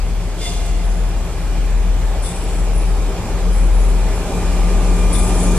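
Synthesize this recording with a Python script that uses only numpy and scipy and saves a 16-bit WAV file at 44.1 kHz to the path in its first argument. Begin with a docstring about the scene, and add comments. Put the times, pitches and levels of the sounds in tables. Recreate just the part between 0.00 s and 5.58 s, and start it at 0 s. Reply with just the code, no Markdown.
"""Two diesel engines boom in and out of step as a twin-unit locomotive draws a freight train nearer.
Around them are a growing exhaust roar, a blower drone, a thin gear whine and the noise of the wheels.
The rails carry a hiss ahead of the train, and zing as the axles cross each joint.
There are a few faint, very short puffs of treble noise, and the air whistle toots once into the trees.
Engines, whine and whistle are built from sines; gas, wheels, rails, air and puffs from coloured noise."""
import sys
import numpy as np
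from scipy import signal
from scipy.fft import rfft, irfft
from scipy.io import wavfile
from scipy.ndimage import uniform_filter1d

SR = 44100
rng = np.random.default_rng(int(sys.argv[2]) if len(sys.argv) > 2 else 0)


def persist_wave(psi):
    """Save psi, clipped to +-1, as 16-bit WAV."""
    counts = np.round(np.clip(psi, -1, 1) * 32767).astype(np.int16)
    wavfile.write(sys.argv[1], SR, np.atleast_2d(counts).T)


N = 246060
T, HZ = np.arange(N) / SR, np.fft.rfftfreq(N, 1 / SR)
CRANK_HZ = 6.78  # turns a second of the rear engine
EDGE_HZ = 13600  # upper limit of the sound
# the front of the train: distance at the start, speed toward the listener
START_M, SPEED_M_PER_S = 69.4, 9.06
# the front unit clears the trees: middle and length of that moment
OPEN_S, OPENING_S = 4.28, 0.17


def gain_of(db):
    """Decibels to amplitude."""
    return 10 ** (np.asarray(db) / 20)


def evened(x):
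    """Scales a sound to rms 1."""
    return x / np.sqrt(np.mean(x ** 2) + 1e-20)


def read(points, hz=HZ):
    """Reads a table of frequencies and values, joined on a log frequency axis."""
    f, value = np.transpose(points)
    return np.interp(np.log(hz + 1), np.log(f + 1), value)


def colour(points):
    """Gain of a spectrum that falls steeply beyond the ends of its table."""
    low_end = np.minimum(HZ / points[0][0], 1)
    high_end = np.minimum(points[-1][0] / (HZ + 1), 1)
    return gain_of(read(points)) * (low_end * high_end) ** 6


def drift(rate):
    """Smooth random wandering of rms 1, with up to about rate changes a second."""
    raw = rfft(rng.standard_normal(4096))
    hz = HZ[:len(raw)]
    slow = raw * np.exp(-(hz / rate) ** 2) * (hz > 0)
    wander = evened(irfft(slow))
    return np.interp(T, np.linspace(0, T[-1], len(wander)), wander)


# how alike left and right are: pitch_hz, likeness (0-1)
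LEFT_RIGHT_LIKENESS = [(100, 1), (300, 0.98), (650, 0.98), (1100, 0.86), (2200, 0.64), (4000, 0.14),
                       (6500, 0.34), (9000, 0.092), (13000, .25)]


def noise(shape):
    """Coloured stereo noise, alike in the bass and more diffuse in the treble."""
    a, b = rfft(rng.standard_normal((2, N)))
    same = np.clip(read(LEFT_RIGHT_LIKENESS), -1, 1)
    other = same * a + np.sqrt(1 - same ** 2) * b
    return evened(irfft(np.array([a, other]) * shape, N))


def tone(turns):
    """A sine of rms 1, given its phase in turns."""
    return np.sqrt(2) * np.cos(2 * np.pi * turns)


def patchy(x, db, frames=12, bins=7):
    """Lets patches of the spectrum swell and fade on their own, by db on average (rms)."""
    z = signal.stft(x, nperseg=1024, noverlap=768)[2]
    field = uniform_filter1d(rng.standard_normal(z.shape[1:]), bins, axis=0)
    field = evened(uniform_filter1d(field, frames, axis=1))
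    back = signal.istft(z * gain_of(db * field), nperseg=1024, noverlap=768)[1]
    return evened(back[:, :N])


def resonances(modes):
    """Gain that a set of resonances adds to a flat response."""
    return sum((gain_of(db) - 1) / (1 + (2 * (HZ - hz) / width) ** 2) for hz, width, db in modes)


def distance():
    """Metres to the front of the train."""
    return np.maximum(START_M - SPEED_M_PER_S * T, 5)


def step(at_s, db, length_s):
    """Gain that changes smoothly by db around a moment."""
    return gain_of(db * (.5 + .5 * np.tanh((T - at_s) / (2 * length_s))))


def approach(db, growth, open_db=0):
    """Gain of a source: db at the start, a power (growth) of nearness, a step as the front clears the trees."""
    nearness = START_M / distance()
    return gain_of(db) * nearness ** growth * step(OPEN_S, open_db, OPENING_S)


# the front engine gains about one beat a second on the rear one
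# moments when they are out of step: time_s
OUT_OF_STEP = [-.55, .42, 1.35, 2.33, 3.23, 4.3, 5.28, 6.25]


def cranks():
    """Turns made by the rear and the front crankshaft; one beat is a sixth of a turn."""
    rear = CRANK_HZ * T
    beats_gained = np.interp(T, OUT_OF_STEP, np.arange(len(OUT_OF_STEP)) + .5)
    return rear, rear + beats_gained / 6


# unequal cylinders add other tones: crank_order (cycles per crank turn), level_db
CRANK_ORDERS = [(3, -52), (4, -49), (5, -36), (8, -34.5), (9, -31.5), (10, -39), (12, -41), (15, -40),
                (17, -45), (18, -43), (20, -45), (22, -60), (34, -49)]
# the two exhaust booms; the front unit comes to screen the rear one: time_s, rear_level_db, front_level_db
BOOM_LEVELS = [(0, -19, -29), (1.35, -16.5, -23.5), (1.85, -14, -29), (2.8, -20.5, -17),
               (3.7, -13.5, -15.5), (4.7, -19, -15.5), (5.25, -25, -10.5), (5.58, -19, -13.5)]
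# rear, then front unit: throb_db, lope_depth (0-1), first_lope_s, first_thump_s, first_chug_s
ENGINE_UNITS = [(0, .18, .14, .11, .09), (-7, .28, .056, .022, .075)]


def engines(throb_growth=0.12, waver_db=1.6, scatter_turns=0.57, boom_waver_db=0.45,
            chug_db=-37.5, chug_growth=0.35, chug_hz=170, chug_width_hz=11):
    """Two booms, six beats a crank turn; unequal cylinders lope and thump, a chug a turn rings the pipe."""
    times, *levels = np.transpose(BOOM_LEVELS)
    pipe = {order: np.exp(-((order * CRANK_HZ - chug_hz) / chug_width_hz) ** 2)
            for order in range(21, 30)}
    boom, throb = np.zeros(N), np.zeros(N)
    for turns, level_db, unit in zip(cranks(), levels, ENGINE_UNITS):
        engine_db, lope, lope_s, thump_s, chug_s = unit

        lurch = 1 + lope * np.cos(2 * np.pi * (turns - lope_s * CRANK_HZ))
        boom_db = np.interp(T, times, level_db) + boom_waver_db * drift(7)
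        boom += gain_of(boom_db) * lurch * tone(6 * turns)

        chug_turns = turns - chug_s * CRANK_HZ
        chug = evened(sum(weight * tone(order * chug_turns) for order, weight in pipe.items()))
        throb += approach(chug_db + engine_db, chug_growth) * chug

        thump_turns = turns - thump_s * CRANK_HZ
        for order, db in CRANK_ORDERS:
            order_gain = gain_of(db + engine_db + waver_db * drift(1.2))
            throb += order_gain * tone(order * thump_turns + scatter_turns * rng.random())
    return boom + approach(0, throb_growth) * throb


# colour of the low rumble: pitch_hz, level_db
RUMBLE_COLOUR = [(6, -13), (16, -23), (35, -25), (60, 0.5), (80, -1.5), (110, 1.5), (135, -18), (148, -4.5),
                 (170, -7), (181, -4.5), (192, -27), (260, -24)]
# colour of the roar: pitch_hz, level_db
ROAR_COLOUR = [(185, -6), (210, -11), (260, -8.5), (320, -8.5), (470, -9.5), (620, -11.5), (705, -13),
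               (800, -9.5), (980, -15.5), (1250, -20), (1400, -23.5)]
# resonances of the exhaust stacks: pitch_hz, width_hz, level_over_roar_db
STACK_MODES = [(224, 9, 11.5), (281, 22, 3.5), (386, 38, 7), (424, 22, 5), (627, 25, 5.5), (835, 10, -8.5)]
# how strongly the stacks are heard: time_s, share of their ringing
STACK_SHARE = [(0, 0.43), (2.05, 0.22), (2.25, 0.4), (3.5, 0.58), (3.95, 0.66), (5.58, 0.78)]


def exhaust(rumble_db=-38, rumble_growth=1.09, puff_depth=0.05, patchy_db=0.7,
            top_db=-33.5, top_growth=0.8, top_step_s=2.0, top_step_db=1.0, top_step_length_s=0.041,
            body_hz=335, body_db=-33.0, body_growth=0.49, body_near_s=5.23, body_near_db=10.5):
    """Turbulent gas: a low rumble, and a roar that puffs with the firing and rings the stacks."""
    rumble = approach(rumble_db, rumble_growth) * noise(colour(RUMBLE_COLOUR))
    gas = patchy(noise(colour(ROAR_COLOUR)), patchy_db)
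    ring = irfft(rfft(gas) * resonances(STACK_MODES), N)
    ring = ring * np.interp(T, *np.transpose(STACK_SHARE))
    puffs = 1 + puff_depth * np.cos(2 * np.pi * 6 * cranks()[0])  # in time with the rear engine
    roar = evened(gas + ring) * puffs
    # the body is the low part of the roar and swells close by; the top steps up once
    body = irfft(rfft(roar) / (1 + (HZ / body_hz) ** 10), N)
    top = roar - body
    top = top * approach(top_db, top_growth) * step(top_step_s, top_step_db, top_step_length_s)
    body = body * approach(body_db, body_growth) * step(body_near_s, body_near_db, 0.45)
    return rumble + top + body


def machinery(drone_hz=180, drone_db=-46, drone_growth=1.52, drone_open_db=7, drone_waver=0.0028,
              whine_hz=1200, whine_db=-58, whine_growth=0.9, whine_open_s=4.23, whine_open_db=10,
              whine_opening_s=0.14, whine_waver=0.0009, flutter_db=-1.1,
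              octave_db=-58, octave_growth=0.97, octave_open_s=5.0, octave_open_db=7,
              octave_flutter_db=2.8, smear_db=-56, smear_growth=1.2, smear_width_hz=90):
    """A blower drone; a thin gear whine grows a little, then comes out clearly within about half a second."""
    drone_turns = np.cumsum(drone_hz * (1 + drone_waver * drift(1.7))) / SR
    drone = approach(drone_db, drone_growth, drone_open_db) * tone(drone_turns)

    teeth = np.cumsum(whine_hz * (1 + whine_waver * drift(17))) / SR
    whine = approach(whine_db, whine_growth) * step(whine_open_s, whine_open_db, whine_opening_s)
    whine = whine * gain_of(flutter_db * drift(3.7)) * tone(teeth)

    # the whine's octave stands on a band of noise
    octave = approach(octave_db, octave_growth) * step(octave_open_s, octave_open_db, whine_opening_s)
    octave = octave * gain_of(octave_flutter_db * drift(5)) * tone(2 * teeth)
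    band = 1 / (1 + ((HZ - 2 * whine_hz) / smear_width_hz) ** 2)
    smear = approach(smear_db, smear_growth) * noise(band)
    return drone + whine + octave + smear


# colour of the rolling noise: pitch_hz, level_db
WHEEL_COLOUR = [(650, -33), (1100, -6), (1180, -14), (1270, -9), (1690, -7), (1900, -9.5), (2390, -8),
                (2630, -9.5), (3870, -13), (6280, -14.5), (7740, -13), (9250, -19.5), (10100, -18.5),
                (11500, -24), (13500, -25.5)]


def wheels(level_db=-38.0, growth=0.58, patchy_db=1.52):
    """Rolling noise of the whole train: patchy coloured noise that grows as it nears."""
    return approach(level_db, growth) * patchy(noise(colour(WHEEL_COLOUR)), patchy_db)


# the first axle meets a joint at JOINT_S; joints come evenly, each nearer, louder and brighter
JOINT_S, JOINT_EVERY_S = 2.22, 2.902
JOINT_STEP_DB, JOINT_BRIGHTER_DB = 7, 11.5
ZING_T60_S, ZING_T60_HZ = 0.92, 9900  # time to fade by 60 dB at that pitch; lower zings die sooner
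# colour of the rail hiss: pitch_hz, level_db
RAIL_COLOUR = [(2800, -32), (3500, -5), (4200, -6.5), (6000, 2.5), (7500, 5.5), (8700, 0.5), (9500, 4.5),
               (10700, -3), (11300, -27), (13500, -18)]
# ringing of the rail steel: pitch_hz, width_hz, level_over_hiss_db
STEEL_MODES = [(3460, 310, 25), (7200, 63, -1), (7860, 62, 9), (8070, 81, 15), (8700, 87, 9),
               (9260, 360, 5.5), (9790, 160, 12.5), (10880, 130, 11)]
# zings at one joint: after_first_axle_s, level_db, rise_s, brightest_hz, spread_hz
AXLE_ZINGS = [(0, -31.5, 0.008, 9040, 1800), (.005, -50, .025, 13100, 700), (.01, -39, 0.021, 4800, 900),
              (.04, -41.5, 0.025, 7850, 300), (.14, -51, 0.028, 10200, 200), (.24, -39, 0.036, 7300, 900),
              (.3, -49, .03, 9780, 200), (.51, -38, 0.042, 10200, 600), (1.29, -39, 0.026, 10700, 700),
              (1.33, -42.5, 0.016, 7800, 250), (1.499, -43, 0.024, 10300, 400),
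              (1.57, -42.5, 0.0098, 10800, 200), (1.575, -43, 0.013, 6940, 120),
              (1.91, -47, 0.017, 10700, 400), (1.95, -54, .02, 7600, 400), (2.08, -50, 0.022, 10900, 350),
              (2.13, -46, 0.024, 7300, 400), (2.43, -47, .03, 9800, 400), (2.71, -45, 0.017, 9750, 400)]


def rails(hiss_db=-13, loss_db_per_m=1.0, steady_ring=0.084, shimmer_db=3, grain_db=1.8, stutter_db=1.7):
    """Steel carries wheel noise ahead of the train: a hiss that fades by the metre, and zings at joints."""
    ring, steel = resonances(STEEL_MODES), colour(RAIL_COLOUR)
    hiss = patchy(noise(steel * (1 + steady_ring * ring)), shimmer_db)
    out = gain_of(hiss_db - loss_db_per_m * distance()) * hiss
    singing = patchy(noise(steel * (1 + ring)), grain_db, frames=4, bins=4)
    singing = singing * gain_of(stutter_db * drift(45))

    t, band = np.arange(SR) / SR, np.fft.rfftfreq(SR, 1 / SR)  # each zing is cut off after a second
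    treble = np.interp(band, [8000, 9500], [0, 1])  # the part of a zing that the rail loses first
    for joint in (-1, 0, 1):
        for after, db, rise, hz, spread in AXLE_ZINGS:
            start = round((JOINT_S + joint * JOINT_EVERY_S + after) * SR)
            if 0 <= start < N:
                # each wheel favours its own part of the rail's spectrum
                bite = rfft(singing[:, start:start + SR], SR) / (1 + ((band - hz) / spread) ** 2)
                bite *= gain_of(joint * JOINT_BRIGHTER_DB * treble)
                zing = evened(irfft(bite, SR)[:, :N - start])
                t60 = ZING_T60_S * hz / ZING_T60_HZ
                fade_db = -60 * np.maximum(t - rise, 0) / t60
                swell = np.minimum(t / rise, 1) * gain_of(db + joint * JOINT_STEP_DB + fade_db)
                out[:, start:start + SR] += zing * swell[:N - start]
    return out


# faint short bursts of treble noise: peak_s, level_db
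BURST_TIMES = [(.277, -45), (.54, -38), (.666, -37), (1.04, -45), (1.092, -40), (1.265, -45), (1.415, -44),
               (1.662, -40), (1.708, -41), (2.44, -41)]


def treble_bursts(low_hz=6000, decay_s=0.004):
    """Brief treble noise that swells and dies within milliseconds around each peak."""
    envelope = sum(gain_of(db) * np.exp(-abs(T - s) / decay_s) for s, db in BURST_TIMES)
    return envelope * noise(colour([(low_hz, 0), (9500, 0), (EDGE_HZ, -4)]))


# how long the echo rings: pitch_hz, time to fade by 60 dB (s)
ECHO_TIMES = [(300, 1.6), (700, 1.9), (2000, 3.5), (3500, 2.6), (12000, 0.34)]


def trees(x):
    """Diffuse echo of the wood and the wall, a second of fading noise; the highest treble dies first."""
    hz, t, z = signal.stft(rng.standard_normal((2, SR)), SR, nperseg=256)
    fade = gain_of(-60 * t / read(ECHO_TIMES, hz)[:, None])
    tail = signal.istft(z * fade, SR, nperseg=256)[1]
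    return signal.fftconvolve(x[None], tail / np.linalg.norm(tail[0]), axes=1)[:, :N]


# the valve opens, blows a little weaker and weaker, and shuts
TOOT_S, TOOT_RISE_S, TOOT_HOLD_S, TOOT_T60_S = .362, 0.075, 0.06, 1.8
TOOT_DB, TOOT_FADE_DB_PER_S = -37, 18
TOOT_HZ, TOOT_SHARP, TOOT_SETTLE_S = 689, .08, .07  # it starts sharp (a share) and sags to its pitch
# partials of the note: harmonic, level_db, extra_fade_db_per_s
WHISTLE_PARTIALS = [(1, -4, -3), (3, -4.5, 5), (4, -6, -6), (5, 3.5, 62), (6, -8, -3), (7, 0, 35),
                    (8, -14, 3), (9, -7, -9), (10, -10, -5)]
# colour of the rushing air: pitch_hz, level_db
AIR_COLOUR = [(1800, -14), (3450, 3), (4000, -6), (6000, -1.5), (8000, -1), (9700, -1.5), (11200, -14),
              (13500, -17)]


def whistle(rough=0.021, flicker_db=3, air_db=-31.5, air_peak_s=.456, air_swell_s=0.064, air_fall_s=0.15,
            echo_db=-11, air_echo_db=-9, far_db=-3, far_rise_s=0.061, far_t60_s=7, far_flicker_db=1.8):
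    """A short, hoarse, sagging toot in a rush of air; its lowest note lingers in the wood."""
    age = np.maximum(T - TOOT_S, 0)
    since = np.maximum(age - TOOT_RISE_S, 0)
    pitch = TOOT_HZ * (1 + TOOT_SHARP * np.exp(-age / TOOT_SETTLE_S))
    turns = np.cumsum(pitch * (1 + rough * drift(160))) / SR  # quick pitch wobble makes it hoarse
    fade_db = -TOOT_FADE_DB_PER_S * since - 60 * np.maximum(since - TOOT_HOLD_S, 0) / TOOT_T60_S
    blow = np.minimum(age / TOOT_RISE_S, 1) ** 2 * gain_of(TOOT_DB + fade_db)
    note = np.zeros(N)
    for harmonic, db, extra_fade in WHISTLE_PARTIALS:
        partial_db = db - extra_fade * since + flicker_db * drift(40)
        note += blow * gain_of(partial_db) * tone(harmonic * turns)

    before, after = np.minimum(T - air_peak_s, 0), np.maximum(T - air_peak_s, 0)
    rush = np.exp(-(before / air_swell_s) ** 2 - after / air_fall_s)
    air = rush * gain_of(air_db) * noise(colour(AIR_COLOUR))

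    linger = np.minimum(since / far_rise_s, 1) * gain_of(TOOT_DB + far_db - 60 * since / far_t60_s)
    far_turns = np.cumsum(TOOT_HZ + 5 * drift(39)) / SR
    far_echo = linger * gain_of(far_flicker_db * drift(7.1)) * tone(far_turns)
    near_echo = trees(gain_of(echo_db) * note + gain_of(air_echo_db) * air[0])
    return note + air + far_echo + near_echo


def scene():
    """The whole train, heard from beside the track."""
    return engines() + exhaust() + machinery() + wheels() + rails() + treble_bursts() + whistle()


def levelled(x, threshold_db=-16, share=0.21, follow_s=0.0094):
    """Gain control: each swell above the threshold pushes the whole sound down a little."""
    keep = np.exp(-1 / (follow_s * SR))
    power = signal.lfilter([1 - keep], [1, -keep], np.mean(x ** 2, axis=0))
    power_db = 10 * np.log10(power + 1e-12)
    return x * gain_of(-share * np.maximum(power_db - threshold_db, 0))


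# how much louder the left microphone is: pitch_hz, left_over_right_db
LEFT_LOUDER = [(40, 3), (62, 4), (140, -.2), (300, -1), (650, -2.5), (1100, -2), (2200, -1.4), (4500, -0.8),
               (6500, -2), (8000, 1), (8700, 15), (10000, 12), (11500, 1.5), (13500, 3)]
# how far the left microphone leads: pitch_hz, lead (radians)
LEFT_LEAD = [(40, -.41), (90, -.35), (300, -.15), (650, 0), (1100, .26), (2200, .3), (4000, 1.6),
             (6500, 2.9), (7700, 4.7), (10500, 6.5)]


def record(dry):
    """Two microphones that differ in colour and phase; then gain control and the upper band limit."""
    halves = [.5, -.5]  # half of each difference goes to either side
    lean = gain_of(np.outer(halves, read(LEFT_LOUDER)))
    lean = lean / np.sqrt(np.mean(lean ** 2, axis=0))
    lead = np.exp(1j * np.outer(halves, read(LEFT_LEAD)))
    heard = levelled(irfft(rfft(dry) * lead * lean, N))
    low_pass = signal.firwin(511, EDGE_HZ, window=("kaiser", 9), fs=SR)
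    return signal.oaconvolve(heard, low_pass[None], "same")


dry = scene()
out = record(dry)
persist_wave(out)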